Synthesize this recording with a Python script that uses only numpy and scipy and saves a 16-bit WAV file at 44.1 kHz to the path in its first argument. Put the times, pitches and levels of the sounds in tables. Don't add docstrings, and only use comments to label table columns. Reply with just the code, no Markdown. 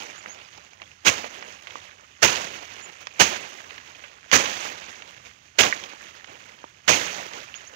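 import sys
import numpy as np
from scipy import signal
from scipy.fft import rfft, irfft, next_fast_len
from scipy.io import wavfile

SR = 44100
rng = np.random.default_rng(int(sys.argv[2]) if len(sys.argv) > 2 else 0)


def store_wav(level_fs):
    pcm = np.round(np.clip(np.atleast_2d(level_fs), -1, 1) * 32767)
    wavfile.write(sys.argv[1], SR, pcm.T.astype(np.int16))


N = 341775

# first touch, full bite and exit in seconds, level in dB, touch in dB re bite,
# drop on exit in dB, fade t60 in seconds, thud of thick stems in dB re bite.
BLADE_STROKES = [(1.049, 1.068, 1.086, -8.3, -18, -5.5, .22, -18),
                 (2.219, 2.229, 2.247, -6.5, -24, -3.5, .28, -16),
                 (3.191, 3.201, 3.218, -5.7, -26, -4.5, .25, -14),
                 (4.322, 4.329, 4.362, -7.7, -20, -4.0, .23, -14),
                 (5.583, 5.588, 5.611, -7.5, -24, -3.0, .25, -21),
                 (6.877, 6.882, 6.905, -9.0, -13, -1.5, .42, -16)]
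# start in seconds, shaking in dB,
# calming in dB per second, lingering rustle in dB, hush during the arm's next wind-up in dB.
BUSH_RECOILS = [(-.20, -27, 85, -46, 5.5), (1.089, -34, 90, -45.5, 3.5), (2.25, -28, 59, -43.5, 1.5),
                (3.22, -28, 90.5, -44, 1.5), (4.36, -29.5, 42.5, -44, 9), (5.61, -28.5, 112.5, -44.5, 4),
                (6.91, -28.5, 60, -43, -6)]
# middle and ramp in seconds, leaf level in dB, branches in dB re leaves.
LIMB_PUSHES = [(.28, 0.06, -50.5, -2.5), (.41, 0.041, -56.5, 0), (0.582, 0.024, -54.5, 0.5),
               (.82, 0.039, -55, -0.5), (1.248, 0.023, -47, 8), (1.42, 0.12, -54, 2.5),
               (1.758, 0.16, -49.5, -8), (2.80, 0.042, -46, -7), (2.89, 0.045, -49, -4),
               (3.019, 0.019, -41.5, -14), (3.60, 0.055, -46, -5.5), (4.05, 0.081, -60.5, -1),
               (4.632, .11, -36.5, -10.5), (4.90, 0.053, -46, -11), (5.28, 0.059, -51.5, -19),
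               (5.858, 0.053, -45, -3), (6.318, 0.061, -48.5, -2), (6.522, .06, -51, -6.5),
               (7.20, 0.083, -39, -6.5), (7.37, 0.094, -44.5, -4)]
# start in seconds, relative level in dB, pitch and width in Hz, splintering t60 in seconds.
TWIG_SNAPS = [(0.2597, -19, 1640, 1290, .011), (0.8186, -21, 2070, 2600, 0.026),
              (0.915, -33, 2530, 400, 0.02), (1.072, -2, 2450, 900, 0.025), (1.181, -18, 2400, 3000, 0.029),
              (1.243, -15, 705, 1500, .022), (1.4255, -20, 1500, 2500, 0.042),
              (1.671, -20.5, 1870, 2300, 0.05), (1.7073, -23.5, 2760, 1500, .015),
              (2.3583, -10, 3000, 7000, 0.016), (3.0706, -14, 1840, 5400, 0.015),
              (3.7068, -22.5, 2000, 2600, 0.021), (3.7799, -21.5, 2370, 2000, 0.028),
              (4.0394, -21.5, 1820, 1600, 0.099), (4.3151, -3, 3160, 5000, .036),
              (4.4566, -8, 2400, 3500, .035), (5.0222, -22.5, 2200, 2800, .018),
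              (5.636, -1, 1300, 3500, 0.055), (5.6664, -12, 2200, 4000, .022),
              (5.7258, -3.5, 1900, 200, 0.024), (5.838, -17, 2710, 3000, 0.028),
              (6.244, -24, 2300, 2500, 0.016), (7.335, -19, 2800, 5000, .026),
              (7.5417, -21, 2960, 600, .015)]
# start in seconds, level in dB, pitch in Hz, t60 in seconds.
WOOD_KNOCKS = [(1.7562, -16.5, 1100, .013), (5.935, -20, 910, .005), (6.6415, -15, 930, .005)]
# start and length in seconds, pitch at start, one third and end in Hz, level in dB.
BIRD_CHIRPS = [(.166, .042, 5900, 7050, 6950, -37), (.280, .072, 5700, 6500, 7000, -37),
               (.428, .055, 5550, 5300, 4200, -48), (2.814, .058, 6700, 7050, 6750, -34),
               (7.550, .034, 6050, 6550, 7050, -34), (7.662, .030, 5700, 6100, 7050, -39)]
# frequency in Hz, relative density in dB.
TEAR_SPECTRUM = [(30, -25), (60, -5), (110, -6), (190, -10.5), (350, -0.5), (700, 2), (1200, 1),
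                 (2000, -2.5), (6500, 1), (15000, -1)]
LEAF_SPECTRUM = [(60, -9), (150, -9), (300, -5), (600, 1), (1200, 1), (2400, -0.5), (4200, -2), (6500, -4),
                 (15000, -5)]
AIR_SPECTRUM = [(25, -0.5), (90, 2), (200, -10), (500, -19.5), (2000, -13), (6500, -12), (15000, -16)]
# frequency in Hz, gain in dB.
PORT_RESPONSE = [(25, -22), (45, -14.5), (80, -4), (300, -0.5), (1300, 0), (2400, 3.5), (3000, 2),
                 (4200, -4), (5500, -2.5), (6500, 2), (7200, -5.5), (8000, -17), (11500, -25.5),
                 (15500, -17.5)]
BENT_RESPONSE = [(60, -1.5), (250, -2), (600, -6.5), (1200, -13), (2400, -23), (4000, -38), (7000, -54),
                 (15000, -50)]
SCATTERED_RESPONSE = [(60, -5), (250, -18), (600, -16.5), (1200, -12), (2400, -21), (4000, -20.5),
                      (7000, -39), (15000, -25)]

SPRING_BACK_S, WIND_UP_S, LINGER_DB_PER_S = 0.044, 0.41, 9
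GRAZE_S, GRAZE_DB = 0.042, -48.5
SHAKE_WEIGHT_DB, LINGER_WEIGHT_DB = -7, -10.5
ROCKS_PER_S, ROCK_DB, ROCK_WEIGHT_DB = 30, 1.23, 1.7
KNOCK_HIGHPASS_HZ, FAR_LAG_S, CUTOFF_HZ = 258, .00014, 15700


def slashes():
    t, force, thud = np.arange(N) / SR, np.zeros(N), np.zeros(N)
    for touch_s, bite_s, exit_s, level_db, touch_db, drop_db, t60_s, thud_db in BLADE_STROKES:
        entry_db = np.interp(t, [touch_s, bite_s], [touch_db, 0])
        exit_db = np.interp(t, [exit_s, exit_s + .016], [0, drop_db])
        fade_db = -60 * np.clip((t - exit_s) / t60_s, 0, 2)
        stroke = (t >= touch_s) * from_db(level_db + entry_db + exit_db + fade_db)
        force += stroke
        thud += from_db(thud_db) * stroke
    fibres = sum(band * from_db(1.8 * drift(160))
                 for _, band in crackle(per_s=4000, spread_db=2.2, hiss=.9))
    stalks = ticks(per_s=300, width_hz=170, spread_db=2.5)
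    tearing = from_db(2) * rms_one(coloured(fibres, TEAR_SPECTRUM)) + from_db(-8.5) * stalks
    bass = rms_one(butter(rng.standard_normal(N), [70, 340], "band"))
    late_thud = np.interp(t - .006, t, thud)
    return tearing * force + from_db(-6) * bass * late_thud


def bush_motion():
    t, motions = np.arange(N) / SR, []
    touches_s = [stroke[0] for stroke in BLADE_STROKES] + [np.inf]
    for (start_s, shake_db, calm_db_per_s, linger_db, hush_db), touch_s in zip(BUSH_RECOILS, touches_s):
        sprung = np.clip((t - start_s) / SPRING_BACK_S, 0, 1) * (t < touch_s)
        age_s = np.maximum(t - start_s - SPRING_BACK_S, 0)
        wind_up = np.clip(1 - (touch_s - t) / WIND_UP_S, 0, 1)
        shake = sprung * from_db(shake_db - calm_db_per_s * age_s)
        linger = sprung * from_db(linger_db - LINGER_DB_PER_S * age_s - hush_db * wind_up)
        graze = sprung * from_db(GRAZE_DB) * np.clip(1 - (touch_s - t) / GRAZE_S, 0, 1)
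        motions += [(shake, SHAKE_WEIGHT_DB), (linger, LINGER_WEIGHT_DB), (graze, LINGER_WEIGHT_DB)]
    for middle_s, ramp_s, level_db, weight_db in LIMB_PUSHES:
        push = from_db(level_db) * np.maximum(1 - np.abs(t - middle_s) / ramp_s, 0)
        motions.append((push, weight_db))
    leaf_power = 1e-9 + sum(gain ** 2 for gain, _ in motions)
    branch_power = 1e-10 + sum((gain * from_db(weight_db)) ** 2 for gain, weight_db in motions)
    return (10 * np.log10(leaf_power) + ROCK_DB * drift(ROCKS_PER_S),
            10 * np.log10(branch_power / leaf_power) + ROCK_WEIGHT_DB * drift(ROCKS_PER_S))


def rustle():
    level_db, weight_db = bush_motion()
    vigour = np.clip((level_db + 56) / 25, 0, 1.3)
    body = from_db(1.03 * (weight_db + 9.5))
    shine = from_db(4.1 * (vigour - .5))
    clumping_db = 2.1 - .8 * vigour
    brushing, sprigs = np.zeros(N), drift(90)
    for hz, band in crackle(per_s=600 * from_db(12 * vigour), spread_db=1.5, hiss=1):
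        clumps = from_db(clumping_db * (.7 * sprigs + drift(80)))
        brushing += band * clumps * (body if hz < 1000 else shine if hz > 3500 else 1)
    brushing = from_db(8) * rms_one(coloured(brushing, LEAF_SPECTRUM))
    ticking = from_db(-2 - 6 * vigour) * ticks(per_s=45 * from_db(22 * vigour), width_hz=200, spread_db=4)
    faint_twigs = from_db(-6 - 7 * vigour) * ticks(per_s=22, width_hz=840, spread_db=1.5)
    return from_db(level_db) * (brushing + ticking + faint_twigs)


def crackle(per_s, spread_db, hiss):
    sizes = from_db(spread_db * np.minimum(rng.exponential(1, N), 3.5))
    chance = np.clip(per_s / SR, 1e-4, 1)
    clicks = rms_one(sizes * (rng.random(N) < chance) / np.sqrt(chance))
    envelope = np.sqrt((clicks ** 2 + hiss ** 2) / (1 + hiss ** 2))
    edges_hz = np.geomspace(40, 17000, 16)
    for low_hz, high_hz in zip(edges_hz, edges_hz[1:]):
        drive = rng.standard_normal(N) * envelope
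        yield np.sqrt(low_hz * high_hz), butter(drive, [low_hz, high_hz], "band")


def ticks(per_s, width_hz, spread_db):
    chance = np.clip(per_s / SR, 1e-4, 1)
    sizes = from_db(spread_db * np.minimum(rng.exponential(1, N), 2.5)) * rng.choice([-1, 1], N)
    clicks = sizes * (rng.random(N) < chance) / np.sqrt(chance)
    pitches_hz = np.geomspace(1150, 4400, 22)
    pitch_index = (rng.triangular(0, .5, 1, N) * len(pitches_hz)).astype(int)
    return rms_one(sum(resonance(clicks * (pitch_index == k) + 1e-18, hz, width_hz)
                       for k, hz in enumerate(pitches_hz)))


def twigs():
    out, t = np.zeros(N), np.arange(SR // 10) / SR
    for start_s, level_db, hz, width_hz, t60_s in TWIG_SNAPS:
        fracture = .14 * rng.standard_normal(len(t)) * from_db(-60 * t / t60_s)
        fracture[0] = 1
        band_hz = [min(hz / 2, 400), min(hz + width_hz, SR / 3)]
        snap = butter(resonance(fracture, hz, width_hz), band_hz, "band")
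        add(out, start_s, from_db(level_db + 12) * snap / np.linalg.norm(snap))
    return out


def knocks():
    out, t = np.zeros(N), np.arange(SR // 10) / SR
    for start_s, level_db, hz, t60_s in WOOD_KNOCKS:
        ring = from_db(level_db - 60 * t / t60_s) * np.sin(2 * np.pi * hz * t)
        add(out, start_s, butter(ring, KNOCK_HIGHPASS_HZ, "high"))
    return out


def bird():
    out = np.zeros(N)
    for start_s, length_s, start_hz, knee_hz, end_hz, level_db in BIRD_CHIRPS:
        progress = np.linspace(0, 1, int(length_s * SR))
        flutter = drift(350)[:len(progress)]
        hz = np.interp(progress, [0, 1 / 3, 1], [start_hz, knee_hz, end_hz]) * (1 + .012 * flutter)
        envelope = from_db(level_db + 2 * flutter) * np.sin(np.pi * progress)
        add(out, start_s, envelope * np.sin(2 * np.pi * np.cumsum(hz) / SR))
    return out


def foliage_echo(x, t60_s):
    t = np.arange(SR // 2) / SR
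    echoes = rng.standard_normal(len(t)) * from_db(-60 * t / t60_s)
    return signal.fftconvolve(x, echoes / np.linalg.norm(echoes))[:N]


def open_air():
    noise = rms_one(coloured(rng.standard_normal(N), AIR_SPECTRUM))
    return noise * from_db(-52 + 3.1 * drift(11))


def far_port(near):
    t = np.arange(N) / SR
    delayed = np.interp(t - FAR_LAG_S, t, near)
    lags_s = rng.uniform(.0003, .006, 12)
    roaming = sum(np.interp(t - lag_s, t, near) * drift(250) for lag_s in lags_s) / np.sqrt(8)
    return coloured(delayed, BENT_RESPONSE) + coloured(roaming, SCATTERED_RESPONSE)


def from_db(db):
    return 10 ** (np.asarray(db) / 20)


def rms_one(x):
    return x / np.sqrt(np.mean(x ** 2) + 1e-20)


def coloured(x, spectrum):
    size = 2 * next_fast_len(N // 2 + SR // 10)
    points_hz, points_db = np.transpose(spectrum)
    bins_hz = np.maximum(np.arange(size // 2 + 1) * SR / size, 1)
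    gain_db = np.interp(np.log(bins_hz), np.log(points_hz), points_db)
    cepstrum = irfft(np.log(from_db(gain_db)))
    cepstrum[1:size // 2] *= 2
    return irfft(rfft(x, size) * np.exp(rfft(cepstrum[:size // 2], size)))[:N]


def drift(per_s):
    knots = rng.standard_normal(N // 20)
    return np.interp(np.arange(N) / SR * per_s, np.arange(len(knots)), knots)


def resonance(x, hz, width_hz):
    return signal.lfilter(*signal.iirpeak(hz, hz / min(width_hz, SR / 4), fs=SR), x)


def butter(x, hz, kind):
    return signal.sosfilt(signal.butter(2, hz, kind, fs=SR, output="sos"), x)


def add(track, start_s, sound):
    start = int(start_s * SR)
    track[start:start + len(sound)] += sound[:max(N - start, 0)]


def scene():
    air = open_air()
    small_sounds = twigs() + knocks() + bird()
    echo = from_db(-14) * foliage_echo(small_sounds, t60_s=.16)
    near = coloured(slashes() + rustle() + small_sounds + echo + air, PORT_RESPONSE)
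    return np.array([far_port(near), near])


def record(dry):
    clipped = dry / (1 + (dry / .95) ** 6) ** (1 / 6)
    thinned = butter(clipped, 45, "high")
    return signal.sosfilt(signal.ellip(10, .3, 70, CUTOFF_HZ, fs=SR, output="sos"), thinned)


dry = scene()
out = record(dry)
store_wav(out)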